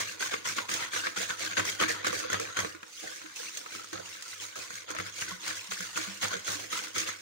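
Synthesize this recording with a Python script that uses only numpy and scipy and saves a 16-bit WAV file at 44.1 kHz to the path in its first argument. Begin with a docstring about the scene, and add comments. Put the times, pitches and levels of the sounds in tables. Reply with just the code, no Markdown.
"""Whisking batter in a plastic bowl

A wire whisk beats thin batter on a tiled counter, about four strokes a second, with slower, wider
stirring in the middle. Filtered noise grains make scrape, spray and slosh; struck resonators ring as
bowl, wall and wires; gliding sines make bubbles and booms. Two close microphones, a small room."""
import sys
import numpy as np
from scipy import signal
from scipy.fft import rfft, irfft, next_fast_len
from scipy.io import wavfile
from scipy.ndimage import uniform_filter1d

SR = 44100
rng = np.random.default_rng(int(sys.argv[2]) if len(sys.argv) > 2 else 0)


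def dump(signal):
    """Clip the signal to [-1, 1] and save it as 16-bit WAV at the path in sys.argv[1]."""
    limited = np.clip(np.atleast_2d(signal).T, -1, 1)
    pcm = np.round(limited * 32767).astype(np.int16)
    wavfile.write(sys.argv[1], SR, pcm)


N = 317961
TIME_S = np.arange(N) / SR


def amp(db):
    """Decibels to gain."""
    return 10 ** (np.asarray(db) / 20)


def unit(x):
    """Scales to rms 1."""
    return x / np.sqrt(np.mean(x ** 2) + 1e-20)


def read(points, hz, column=1):
    """Reads one column of a table on a log-frequency axis."""
    table = np.transpose(points)
    return np.interp(np.log(hz + 1), np.log(table[0] + 1), table[column])


def add(mix, at_s, sound):
    """Mixes a sound in at time at_s."""
    part = mix[..., max(round(at_s * SR), 0):][..., :sound.shape[-1]]
    part += sound[..., :part.shape[-1]]


def colour(x, points, column=1, size=2048):
    """Causal filter with the given spectrum; the phase follows from the log gain."""
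    hz = abs(np.fft.fftfreq(size, 1 / SR))
    log_gain = np.log(amp(read(points, hz, column)))
    response = np.exp(np.conj(signal.hilbert(log_gain)))
    fir = np.fft.ifft(response).real[:size // 2]
    return signal.fftconvolve(x, fir[None], axes=1)[:, :x.shape[1]]


def ring(x, modes):
    """A bank of resonances driven by x."""
    out = 0
    for hz, width_hz, db in modes:
        b, a = signal.iirpeak(hz, hz / width_hz, fs=SR)
        out = out + amp(db) * signal.lfilter(b, a, x)
    return out


def drift(size):
    """A slow random curve of rms 1."""
    once = uniform_filter1d(rng.standard_normal(N), size)
    return unit(uniform_filter1d(once, size))


# likeness of the two microphones: (f/Hz, likeness/0-1)
MIC_LIKENESS = [(60, .97), (520, .92), (750, .45), (1130, .75), (1450, .35), (2200, .15), (4000, .04),
                (15000, .02)]


def noise_pair():
    """Noise at both microphones: alike in the bass, scattered by the bowl in the treble."""
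    size = next_fast_len(N)
    a, b = rfft(rng.standard_normal((2, size)))
    same = read(MIC_LIKENESS, np.fft.rfftfreq(size, 1 / SR))
    return irfft([a, same * a + np.sqrt(1 - same ** 2) * b], size)[:, :N]


def grains(per_s, spread_db, decay_s, smooth):
    """A crowd of tiny bursts of uneven size over a smooth share; level 1 over any short stretch."""
    excess_db = spread_db * np.minimum(rng.exponential(1, N), 4)
    sizes = amp(excess_db) * (rng.random(N) < per_s / SR)
    power = signal.lfilter([1], [1, -np.exp(-2 / (decay_s * SR))], sizes ** 2)
    power = power + smooth * power.mean()
    return noise_pair() * np.sqrt(power / uniform_filter1d(power, size=1800))


def shifting(x, depth_db, life_s, width_hz):
    """Folds and pockets of liquid open and close, so patches of the spectrum come and go."""
    z = signal.stft(x, nperseg=512, noverlap=384)[2]
    hz = np.arange(-16, 17) * SR / 512
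    s = np.arange(-24, 25) * 128 / SR
    blur = np.outer(np.exp(-(hz / width_hz) ** 2), np.exp(-(s / life_s) ** 2))
    patches = unit(signal.fftconvolve(rng.standard_normal(z.shape[1:]), blur, "same"))
    gain = amp(depth_db * patches)
    gain /= np.sqrt(uniform_filter1d(gain ** 2, size=35, axis=0))  # evens the level along frequency
    return signal.istft(z * gain, nperseg=512, noverlap=384)[1][:, :N]


def detuned(x, depth):
    """Batter climbs and leaves the wall, so its resonances slide; depth is the rms pitch ratio shift."""
    lag = drift(size=3500)
    lag = lag * depth / np.diff(lag).std()
    n = np.arange(N)
    return np.array([np.interp(n + lag, n, side, period=N) for side in x])


# room hush spectrum: (f/Hz, level/dB)
HUSH_SPECTRUM = [(20, -25), (80, 20), (300, -23), (800, -18), (15000, 7.5)]


def room_hush(db=-69):
    """Steady coloured noise of the room."""
    return amp(db) * unit(colour(noise_pair(), HUSH_SPECTRUM))


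# reverberation of the kitchen: (f/Hz, t60/s)
KITCHEN_T60 = [(100, 0.74), (2000, 0.73), (6000, 0.07), (15000, 0.68)]


def kitchen(x, wet_db=-15):
    """Sparse echoes off tiles and walls, each band dying at its own speed."""
    size = SR // 2
    echoes = rng.choice([-1., 1.], (2, size)) * (rng.random((2, size)) < .06)
    echoes[:, :150] = 0
    hz, t, z = signal.stft(echoes, SR, nperseg=256)
    decay = amp(-60 * t / read(KITCHEN_T60, hz)[:, None])
    tail = signal.istft(z * decay, SR, nperseg=256)[1]
    tail = tail / np.linalg.norm(tail[0])
    return x + amp(wet_db) * signal.fftconvolve(x, tail, axes=1)[:, :N]


# fast beating, one row a turn: a push through the batter, then a return along the wall
# (t/s, rise/s, hold/s, scrape level/dB, swish level/dB, boom level/dB, slosh level/dB,
#  return delay/s, return length/s, return scrape level/dB, return swish level/dB)
BEAT_TURNS = [(0.0, 0.00019, 0.0039, -29.5, -32.5, -51, -48, 0.051, 0.066, -45.5, -42.5),
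              (0.192, 0.016, 0.054, -37.5, -35, -62, -37.5, 0.11, 0.033, -35.5, -39.5),
              (0.443, 0.014, 0.056, -36.5, -36, -48, -68, 0.11, 0.034, -33, -38),
              (0.682, 0.015, 0.069, -35.5, -36, -45.5, -40, 0.098, 0.055, -34, -41),
              (0.913, 0.029, 0.049, -35, -36, -56, -61, 0.11, 0.042, -33.5, -43),
              (1.16, 0.0067, 0.062, -33, -36, -49.5, -56, 0.11, 0.04, -37, -41),
              (1.383, 0.021, 0.06, -35, -39, -70, -44, 0.11, 0.04, -37.5, -59),
              (1.563, 0.012, 0.0048, -29, -37.5, -40.5, -30, 0.076, 0.055, -40, -35.5),
              (1.789, 0.013, 0.023, -28, -37, -39.5, -32.5, 0.086, 0.034, -33.5, -34),
              (2.042, 0.016, 0.019, -31.5, -38.5, -43, -31.5, 0.051, 0.11, -61, -38),
              (2.299, 0.029, 0.0049, -30, -39, -45, -32, 0.095, 0.043, -58, -42),
              (2.558, 0.016, 0.011, -29, -41, -40, -30.5, 0.061, 0.019, -58, -46),
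              (4.871, 0.022, 0.015, -37, -51, -72, -63, 0.067, 0.077, -40.5, -65),
              (5.121, 0.083, 0.028, -41.5, -38, -46.5, -44, 0.14, 0.051, -41, -42.5),
              (5.401, 0.068, 0.04, -35.5, -39.5, -55, -51, 0.13, 0.046, -51, -40),
              (5.705, 0.007, 0.009, -38.5, -36, -56, -50, 0.036, 0.11, -44, -44),
              (5.936, 0.024, 0.082, -38.5, -41, -53, -47, 0.091, 0.094, -43.5, -50.5),
              (6.209, 0.0194, 0.011, -29, -33.5, -45.5, -37, 0.086, 0.043, -34, -47),
              (6.445, 0.033, 0.061, -37, -35, -45, -35, 0.11, 0.081, -45, -44),
              (6.701, 0.023, 0.062, -37, -36.5, -53, -43, 0.11, 0.046, -41, -42),
              (6.94, 0.022, 0.055, -35.5, -36, -49, -40, 0.12, 0.022, -33, -39.5)]
# slow, wide stirring, one row a sweep:
# (t/s, rise/s, hold/s, scrape level/dB, swish level/dB, boom level/dB, slosh level/dB)
STIR_SWEEPS = [(2.971, 0.017, 0.19, -59, -46, -80, -64), (2.999, 0.033, 0.08, -47.5, -67, -72, -35.5),
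               (3.352, 0.0096, 0.11, -49, -42, -86, -55), (3.503, 0.069, 0.011, -68, -42.5, -67, -44),
               (3.671, 0.07, 0.027, -46, -44, -64, -46), (3.922, 0.0093, 0.023, -41, -54, -48.5, -38.5),
               (3.976, 0.006, .02, -53, -60, -55, -43), (4.02, 0.037, 0.083, -60, -47, -81, -74),
               (4.196, 0.11, 0.017, -59, -43.5, -67, -72), (4.39, 0.025, 0.022, -47, -40, -83, -74),
               (4.549, 0.011, 0.076, -46.5, -42.5, -55, -38.5), (4.688, 0.034, 0.057, -50, -44.5, -57, -63),
               (4.973, 0.0095, 0.014, -57, -46, -43.5, -37), (5.032, 0.033, 0.012, -42, -45, -63, -68)]
PUSH_FALL_DB_PER_S, RETURN_FALL_DB_PER_S, STIR_FALL_DB_PER_S = 243, 227, 161
RETURN_RISE = 0.519  # share of a return spent gathering speed
RETURN_BOOM_DB, RETURN_SLOSH_DB = -11, -4.5  # the return's wave relative to the push's


def moves():
    """Every move: (t/s, rise/s, hold/s, fall/(dB/s), scrape, swish, boom, slosh level/dB)."""
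    rows = [(s, rise, hold, STIR_FALL_DB_PER_S, *levels) for s, rise, hold, *levels in STIR_SWEEPS]
    for s, rise, hold, scrape_db, swish_db, boom_db, slosh_db, after, length, *back_db in BEAT_TURNS:
        rows.append((s, rise, hold, PUSH_FALL_DB_PER_S, scrape_db, swish_db, boom_db, slosh_db))
        rows.append((s + after, RETURN_RISE * length, (1 - RETURN_RISE) * length, RETURN_FALL_DB_PER_S,
                     *back_db, boom_db + RETURN_BOOM_DB, slosh_db + RETURN_SLOSH_DB))
    return rows


HEAVE_LAG_S = 0.0039  # the batter trails the wires


def waves():
    """At full speed each move throws a wave at the wall: (t/s, rise/s, boom level/dB, slosh level/dB)."""
    return [(s + rise + HEAVE_LAG_S, rise, boom_db, slosh_db) for s, rise, *_, boom_db, slosh_db in moves()]


# wires dragging and batter swirling between the moves: (t/s, scrape level/dB, swish level/dB)
CHURN_LEVELS = [(0, -46, -55), (1.15, -53, -50.5), (1.7, -45, -44), (2.25, -37, -64), (2.66, -46.5, -44),
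                (2.8, -57, -60.5), (2.96, -62, -46.5), (3.1, -50.5, -52.5), (4.4, -50, -50.5),
                (4.54, -51, -58), (4.82, -49, -66), (5.15, -52.5, -55), (5.8, -48, -44.5),
                (7.2, -53.5, -50.5)]
LIFT_DB, LIFT_LEAD_S, LIFT_S = -3, 0.017, 0.0087  # the whisk lifts clear just before each push


def stroke_levels():
    """Gains of scrape and swish: each move gathers speed, holds and dies away, over the churning."""
    power, t = np.zeros((2, N)), np.arange(SR // 2) / SR
    pushes_s = np.array([row[0] for row in BEAT_TURNS])
    for s, rise, hold, fall, scrape_db, swish_db, _, _ in moves():
        shape = np.minimum(t / rise, 1) * amp(-fall * np.maximum(t - rise - hold, 0))
        lift_at_s = pushes_s[pushes_s > s].min(initial=2 * N / SR) - LIFT_LEAD_S
        lifted = np.clip((s + t - lift_at_s) / LIFT_S + 1, 0, 1)
        gain = amp([[scrape_db], [swish_db]]) * shape * amp(LIFT_DB * lifted)
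        add(power, s, gain ** 2)
    clear = sum(np.exp(-((TIME_S - s + LIFT_LEAD_S) / LIFT_S) ** 2) for s in pushes_s)
    when_s, *churn_db = np.transpose(CHURN_LEVELS)
    churn = amp([np.interp(TIME_S, when_s, db) + LIFT_DB * clear for db in churn_db])
    return np.sqrt(power + churn ** 2)


# thud spectrum: (f/Hz, level/dB)
THUD_SPECTRUM = [(25, -22), (50, -33), (80, 7), (130, 0), (200, -5), (500, -71), (2000, -75)]


def thuds(db=-10.5, rise_s=0.008, fall_s=0.073):
    """The deep part of each wave shoves the bowl against the counter with a dull, pitchless thud."""
    level, t = np.zeros(N), np.arange(SR // 4) / SR
    shape = (1 - np.exp(-t / rise_s)) * np.exp(-t / fall_s)
    for s, _, boom_db, _ in waves():
        add(level, s, amp(boom_db) * shape)
    return amp(db) * level * unit(colour(noise_pair(), THUD_SPECTRUM))


# booms of the filled bowl, before the glide: (f/Hz, t60/s, level/dB)
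BOOM_MODES = [(99, 0.47, -2), (181, 0.26, -4)]


def heaves(swell_s=0.0039, wobble=0.083, sag_per_s=0.72):
    """The mass of batter pushes the bowl, which booms at a pitch that glides as the load shifts."""
    out, t = np.zeros(N), np.arange(SR // 3) / SR
    rows = waves()
    for (s, _, boom_db, _), loads in zip(rows, rng.uniform(-0.3, 1, (len(rows), len(BOOM_MODES)))):
        for (hz, t60_s, db), load in zip(BOOM_MODES, loads):
            shape = (1 - np.exp(-t / swell_s)) ** 2 * amp(-60 * t / t60_s)
            turns = hz * t * (1 + load * (wobble - sag_per_s * t))
            add(out, s, amp(boom_db + db) * shape / shape.max() * np.sin(2 * np.pi * turns))
    return out


def bubbles(level, db=-7, low_hz=1200, high_hz=8000, cycles=10, rise=0.056, count=2200):
    """Trapped air rings briefly and rises in pitch as it nears the surface."""
    out, t = np.zeros((2, N)), np.arange(1600) / SR
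    for when, pitch, size, side, turn in rng.random((count, 5)):
        hz = low_hz * (high_hz / low_hz) ** pitch
        age = t * hz / cycles
        side_phase = np.array([[0], [turn * min(hz / 3000, 1)]])
        phase = 2 * np.pi * (hz * t * (1 + rise * age / 2) + side_phase)
        pan = np.sqrt([[side], [1 - side]])
        shape = np.exp(-age) * (1 - np.exp(-8 * age))
        add(out, when * N / SR, amp(-22 * size) * pan * np.sin(phase) * shape)
    return amp(db) * level * unit(out)


def plops(level):
    """Bubbles burst in the wake of the whisk, fewer and lower than the fizz, each chirping upward."""
    return bubbles(level, db=-6.5, low_hz=1400, high_hz=3200, cycles=11, rise=0.035, count=300)


# single pockets of trapped air, deep glugs to small plips: (t/s, f/Hz, level/dB)
AIR_POCKETS = [(0.335, 452, -36.5), (0.724, 268, -50), (1.174, 188, -42.5), (1.226, 498, -39),
               (1.889, 471, -33.5), (2.073, 323, -39.5), (2.126, 505, -32.5), (2.245, 505, -31.5),
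               (2.395, 464, -33.5), (2.743, 329, -45.5), (3.037, 760, -40), (3.05, 450, -47),
               (3.074, 1820, -26), (3.239, 317, -46), (3.396, 493, -41), (3.468, 2230, -32),
               (3.925, 332, -38), (4.446, 1510, -32), (4.948, 630, -35), (5.312, 181.5, -44),
               (5.314, 1090, -27), (5.685, 192, -48.5), (5.796, 184, -43.5), (5.95, 182, -47),
               (6.072, 193, -41), (6.338, 480, -35.5), (6.346, 183.4, -47), (6.547, 292, -45),
               (7.033, 2670, -28)]


def glugs(life_s=0.011, at_hz=500, longer_when_deep=0.93, swell=0.22, rise=0.0062):
    """A pocket of air swells, rings and rises a little in pitch; big ones ring longest."""
    out, t = np.zeros(N), np.arange(SR // 4) / SR
    for s, hz, db in AIR_POCKETS:
        age = t / (life_s * (at_hz / hz) ** longer_when_deep)
        shape = (1 - np.exp(-age / swell)) ** 2 * np.exp(-age)
        turns = hz * t * (1 + rise * (age / 2 - 1))
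        add(out, s, amp(db) * shape / shape.max() * np.sin(2 * np.pi * turns))
    return out


# slosh spectrum: (f/Hz, level/dB)
SLOSH_SPECTRUM = [(40, -30), (130, -14), (240, -24), (330, -5.5), (480, -1.5), (620, -1.5), (800, -4.5),
                  (1200, -22), (3000, -68)]
# low modes of the whole bowl, also rung by swish, knocks and scrape: (f/Hz, width/Hz, level/dB)
BOWL_RESONANCES = [(102, 5.2, -3.5), (227, 77, -13), (321.2, 14.2, -2.5), (383, 77, -12.5), (504, 38, -3.5),
                   (648, 20, -7)]


def slosh(db=-4, modes_db=-11, gulps_db=-10, rise_s=0.0013, fall_s=0.02, lazy=0.47):
    """Each wave slaps the wall and folds big pockets of air under, which gulp."""
    level, t = np.zeros(N), np.arange(SR // 4) / SR
    for s, rise, _, slosh_db in waves():
        slow_s = lazy * rise  # a slow move makes a slow wave
        shape = (1 - np.exp(-t / (rise_s + slow_s))) * np.exp(-t / (fall_s + slow_s))
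        add(level, s - slow_s, amp(slosh_db) * shape)
    slap = grains(per_s=81, spread_db=5.5, decay_s=0.0084, smooth=0.33)
    wall = ring(slap * level, BOWL_RESONANCES) / ring(slap, BOWL_RESONANCES).std()
    gulps = bubbles(level, db=gulps_db, low_hz=264.4, high_hz=845, cycles=15.0, rise=0.07, count=1400)
    return amp(db) * level * unit(colour(slap, SLOSH_SPECTRUM)) + amp(modes_db) * wall + gulps


def pocket(level, db=-5, hz=1750, wander=0.235, width_hz=140, full_db=-37, size=1500):
    """The hollow behind the whisk opens and closes, gliding its resonance; gentle stirring hardly opens it."""
    turn = np.exp(2j * np.pi * np.cumsum(hz * np.exp(wander * drift(size))) / SR)
    r = np.exp(-np.pi * width_hz / SR)
    resonance = (turn * signal.lfilter([1 - r], [1, -r], noise_pair() / turn)).real
    opening = np.minimum(level / amp(full_db), 1)
    return amp(db) * level * opening * unit(resonance)


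# bright spray, also the tick of the wires: (f/Hz, level/dB)
SPRAY_SPECTRUM = [(60, -59), (400, -8.5), (900, -14.5), (2000, 2), (3200, -4.5), (5000, -2), (6200, 3),
                  (7200, 4), (8000, 0), (9200, 0), (11000, -11), (15500, -11.5)]


def swish(level, db=2, flicks_db=-2, hum_db=-44):
    """Wires tear foam into fine spray and flick out of the surface; even gentle stirring hums the bowl."""
    spray = grains(per_s=770, spread_db=0.0, decay_s=0.00036, smooth=1.0)
    foam = shifting(unit(colour(spray, SPRAY_SPECTRUM)), depth_db=4, life_s=.015, width_hz=190)
    flicks = grains(per_s=130, spread_db=7.5, decay_s=0.0076, smooth=0.084)
    flicks = unit(colour(flicks, SPRAY_SPECTRUM))
    hum = np.sqrt(level) * unit(ring(spray, BOWL_RESONANCES))
    return level * (amp(db) * foam + amp(flicks_db) * flicks) + amp(hum_db) * hum


# modes of the wire loops, also rung by taps, knocks and scrape: (f/Hz, width/Hz, level/dB)
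WIRE_RESONANCES = [(3276, 165, -15.5), (6350, 50, -17), (6528, 62, -6)]


def zings(db=-4, fall_s=0.027):
    """The wire loops ring as they first touch the batter at the start of each fast push."""
    level, t = np.zeros(N), np.arange(SR // 4) / SR
    for s, _, _, _, swish_db, *_ in BEAT_TURNS:
        add(level, s, amp(swish_db) * np.exp(-t / fall_s))
    noise = noise_pair()
    return amp(db) * ring(noise * level, WIRE_RESONANCES) / ring(noise, WIRE_RESONANCES).std()


# rubbed or tapped plastic, also used by scrape: (f/Hz, level/dB)
PLASTIC_SPECTRUM = [(40, -79), (120, -10.5), (300, -30), (560, -10.5), (780, -24), (1000, -8), (1250, -4.5),
                    (1500, 9), (1900, -3), (2400, -14.5), (3200, -9.5), (5000, -10.5), (12000, -51)]


def taps(rubbing, wetness, wall_db=-7, wires_db=-16):
    """Single wires tap the wall at random, harder the faster the whisk moves."""
    hits = grains(per_s=70, spread_db=4.0, decay_s=0.003, smooth=0.02)
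    wall = rubbing * unit(colour(hits, PLASTIC_SPECTRUM))
    wires = wetness * unit(ring(hits, WIRE_RESONANCES))
    return amp(wall_db) * wall + amp(wires_db) * wires


# hardest hits of the wires on the wall, often in quick clusters, levels relative:
# (t/s, plastic knock level/dB, wire tick level/dB)
WALL_HITS = [(0.2063, -26, -32), (0.2243, -21.5, -34), (0.3337, -28, -41), (0.3395, -19.5, -45),
             (0.4608, -27.5, -37), (0.4724, -31, -25.5), (0.583, -22, -42), (0.5868, -23, -48),
             (0.6902, -24.5, -36), (0.7147, -36, -26), (0.824, -31, -36), (0.859, -36, -47),
             (0.9338, -22.5, -39), (0.962, -21.5, -29), (1.058, -31, -39), (1.0681, -18.5, -39),
             (1.16, -31, -38), (1.298, -28, -39), (1.3037, -22.5, -38), (1.5693, -19.5, -40),
             (1.5763, -17.5, -43), (1.5947, -17, -25), (1.6, -23, -44), (1.6516, -26, -26.5),
             (1.8002, -25, -42), (1.8114, -16, -24), (1.8235, -17, -25), (1.8361, -17, -30),
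             (1.8825, -23.5, -29.5), (2.045, -19.5, -31.5), (2.0669, -20.5, -22), (2.08, -26, -28),
             (2.1278, -25, -31), (2.1336, -34, -34), (2.3, -24, -29), (2.33, -20.5, -25),
             (2.3424, -20.5, -39), (2.3977, -24.5, -26), (2.5682, -21, -29), (2.5891, -22, -28),
             (2.6013, -28, -25), (2.6462, -24.5, -42), (2.7477, -35.5, -45), (2.8297, -31.5, -44),
             (3.2152, -35, -53), (3.2598, -33.5, -49), (3.3604, -50, -33.5), (3.6607, -30, -44),
             (3.7495, -33.5, -34), (3.7967, -37, -58), (3.8433, -35, -36.5), (3.93, -28, -31),
             (3.977, -32.5, -52), (4.151, -35, -55), (4.5573, -33, -37), (4.7037, -32.5, -36),
             (4.903, -30, -30.5), (4.912, -36, -31), (4.949, -29, -33.5), (4.964, -29, -55),
             (4.986, -24, -35), (4.999, -25.5, -37), (5.2151, -33, -32), (5.2213, -25, -43),
             (5.478, -32.5, -26), (5.7189, -26.5, -35), (5.8057, -29, -31), (5.97, -26, -31),
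             (5.9743, -20.5, -23), (6.073, -35, -44), (6.2219, -33, -30), (6.2325, -24, -41),
             (6.248, -23, -45), (6.3319, -29, -30.5), (6.478, -25, -32), (6.7273, -22.5, -48),
             (6.9603, -24.5, -32), (7.0877, -29, -30.5)]
# wire loops clash with one another, clear of the wall: (t/s, relative level/dB)
WIRE_CLASHES = [(0.7387, -21), (1.3932, -30), (1.6967, -25.5), (2.19, -30), (3.5716, -27), (4.223, -30),
                (4.754, -32.5), (6.2825, -29), (6.981, -20), (7.0007, -23)]
# hollow knock of a wire on the plastic: (f/Hz, level/dB)
KNOCK_SPECTRUM = [(60, -49), (150, -40), (400, -11), (780, -11.5), (1080, 2), (1450, 5), (2100, 2),
                  (2900, -7), (5000, -15.5), (12000, -61)]


def knocks(knock_db=-3.0, tick_db=-3.0, modes_db=8, wires_db=17, crack_s=0.0033, chatter_s=0.014,
           chatter=0.29, spot_db=-3, spot_s=0.0062, spot_hz=1380, spot_spread=0.14):
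    """A hit is a crack, a hollow ring of the struck spot and a chatter of wires; a clash is only bright."""
    t = np.arange(2200) / SR
    shape = np.exp(-t / crack_s) + chatter * np.exp(-t / chatter_s)
    spot_shape = np.exp(-t / spot_s) * (1 - np.exp(-t / 0.00061))
    noise, (out, push, flex) = noise_pair(), np.zeros((3, 2, N))

    def crack(s):
        """A decaying cut of the noise."""
        return np.take(noise, round(s * SR) + np.arange(len(t)), axis=1, mode="wrap") * shape

    def hit(s, spectrum):
        """A coloured crack, its opening scaled to level 1."""
        burst = colour(crack(s), spectrum)
        return burst / burst[:, :140].std()

    places = rng.uniform(-1.07, 1, (len(WALL_HITS), 2))
    for (s, wall_db, wire_db), (turn, place) in zip(WALL_HITS, places):
        hz = spot_hz * (1 + spot_spread * place)
        phase = 2 * np.pi * hz * t + np.pi * np.array([[0], [turn]])
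        spot = 2 * np.sin(phase) * spot_shape
        add(out, s, amp(wall_db) * (amp(knock_db) * hit(s, KNOCK_SPECTRUM) + amp(spot_db) * spot))
        add(out, s, amp(wire_db + tick_db) * hit(s, SPRAY_SPECTRUM))
        add(push, s, amp(wall_db) * crack(s))
        add(flex, s, amp(wire_db) * crack(s))
    for s, db in WIRE_CLASHES:
        add(out, s, amp(db + tick_db) * hit(s, SPRAY_SPECTRUM))
        add(flex, s, amp(db) * crack(s))
    return out + amp(modes_db) * ring(push, BOWL_RESONANCES) + amp(wires_db) * ring(flex, WIRE_RESONANCES)


# modes of the wall above the batter, before detuning: (f/Hz, width/Hz, level/dB)
WALL_RESONANCES = [(1150, 61, -3.5), (1390, 15, -6), (1500, 46, -2), (2020, 136, -6.5), (2260, 17, -30)]


def scrape(level, wall_db=-2.0, modes_db=-2.5, bowl_db=-14, wires_db=-9):
    """The wires stick and slip over the plastic; wall, bowl and wire loops ring."""
    slips = grains(per_s=400, spread_db=0.5, decay_s=0.00095, smooth=0.13)
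    slips = shifting(slips, depth_db=4.5, life_s=0.029, width_hz=142)
    wall = amp(wall_db) * unit(colour(slips, PLASTIC_SPECTRUM))
    wall = wall + amp(modes_db) * unit(ring(slips, WALL_RESONANCES))
    out = level * detuned(wall, depth=.08)
    for modes, db in (BOWL_RESONANCES, bowl_db), (WIRE_RESONANCES, wires_db):
        out += amp(db) * ring(slips * level, modes) / ring(slips, modes).std()
    return out


RIGHT_LAG_S = .00091


def scene():
    """Whisk, batter and bowl in the room; the sound reaches the left microphone first."""
    rubbing, wetness = stroke_levels()
    bowl = scrape(rubbing) + pocket(rubbing) + swish(wetness) + bubbles(wetness) + plops(wetness)
    bowl = bowl + knocks() + zings() + taps(rubbing, wetness) + slosh() + glugs()
    left, right = kitchen(bowl) + heaves() + thuds()
    right = np.concatenate([np.zeros(round(RIGHT_LAG_S * SR)), right])[:N]
    return np.array([left, right]) + room_hush()


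# microphone responses: (f/Hz, left level/dB, right level/dB)
MIC_RESPONSES = [(83, -6, -2), (475, 0.5, 6), (670, -5, -2), (1280, -7.5, -7.5), (2230, -2, -5),
                 (4100, 1, 1.5), (6540, -4, -0.5), (7160, -11, -4), (10500, -10, -4.5), (11000, -31, -2),
                 (13500, -40, -7.5), (14800, -17, 4), (15900, -51, 0.5)]
CUT_HZ = 15800


def record(dry):
    """Each microphone has its own colour; then the band limit."""
    left = colour(dry[:1], MIC_RESPONSES, column=1)
    right = colour(dry[1:], MIC_RESPONSES, column=2)
    low_pass = signal.firwin(511, CUT_HZ, window=("kaiser", 9), fs=SR)
    return signal.oaconvolve(np.vstack([left, right]), low_pass[None], "same")


dry = scene()
out = record(dry)
dump(out)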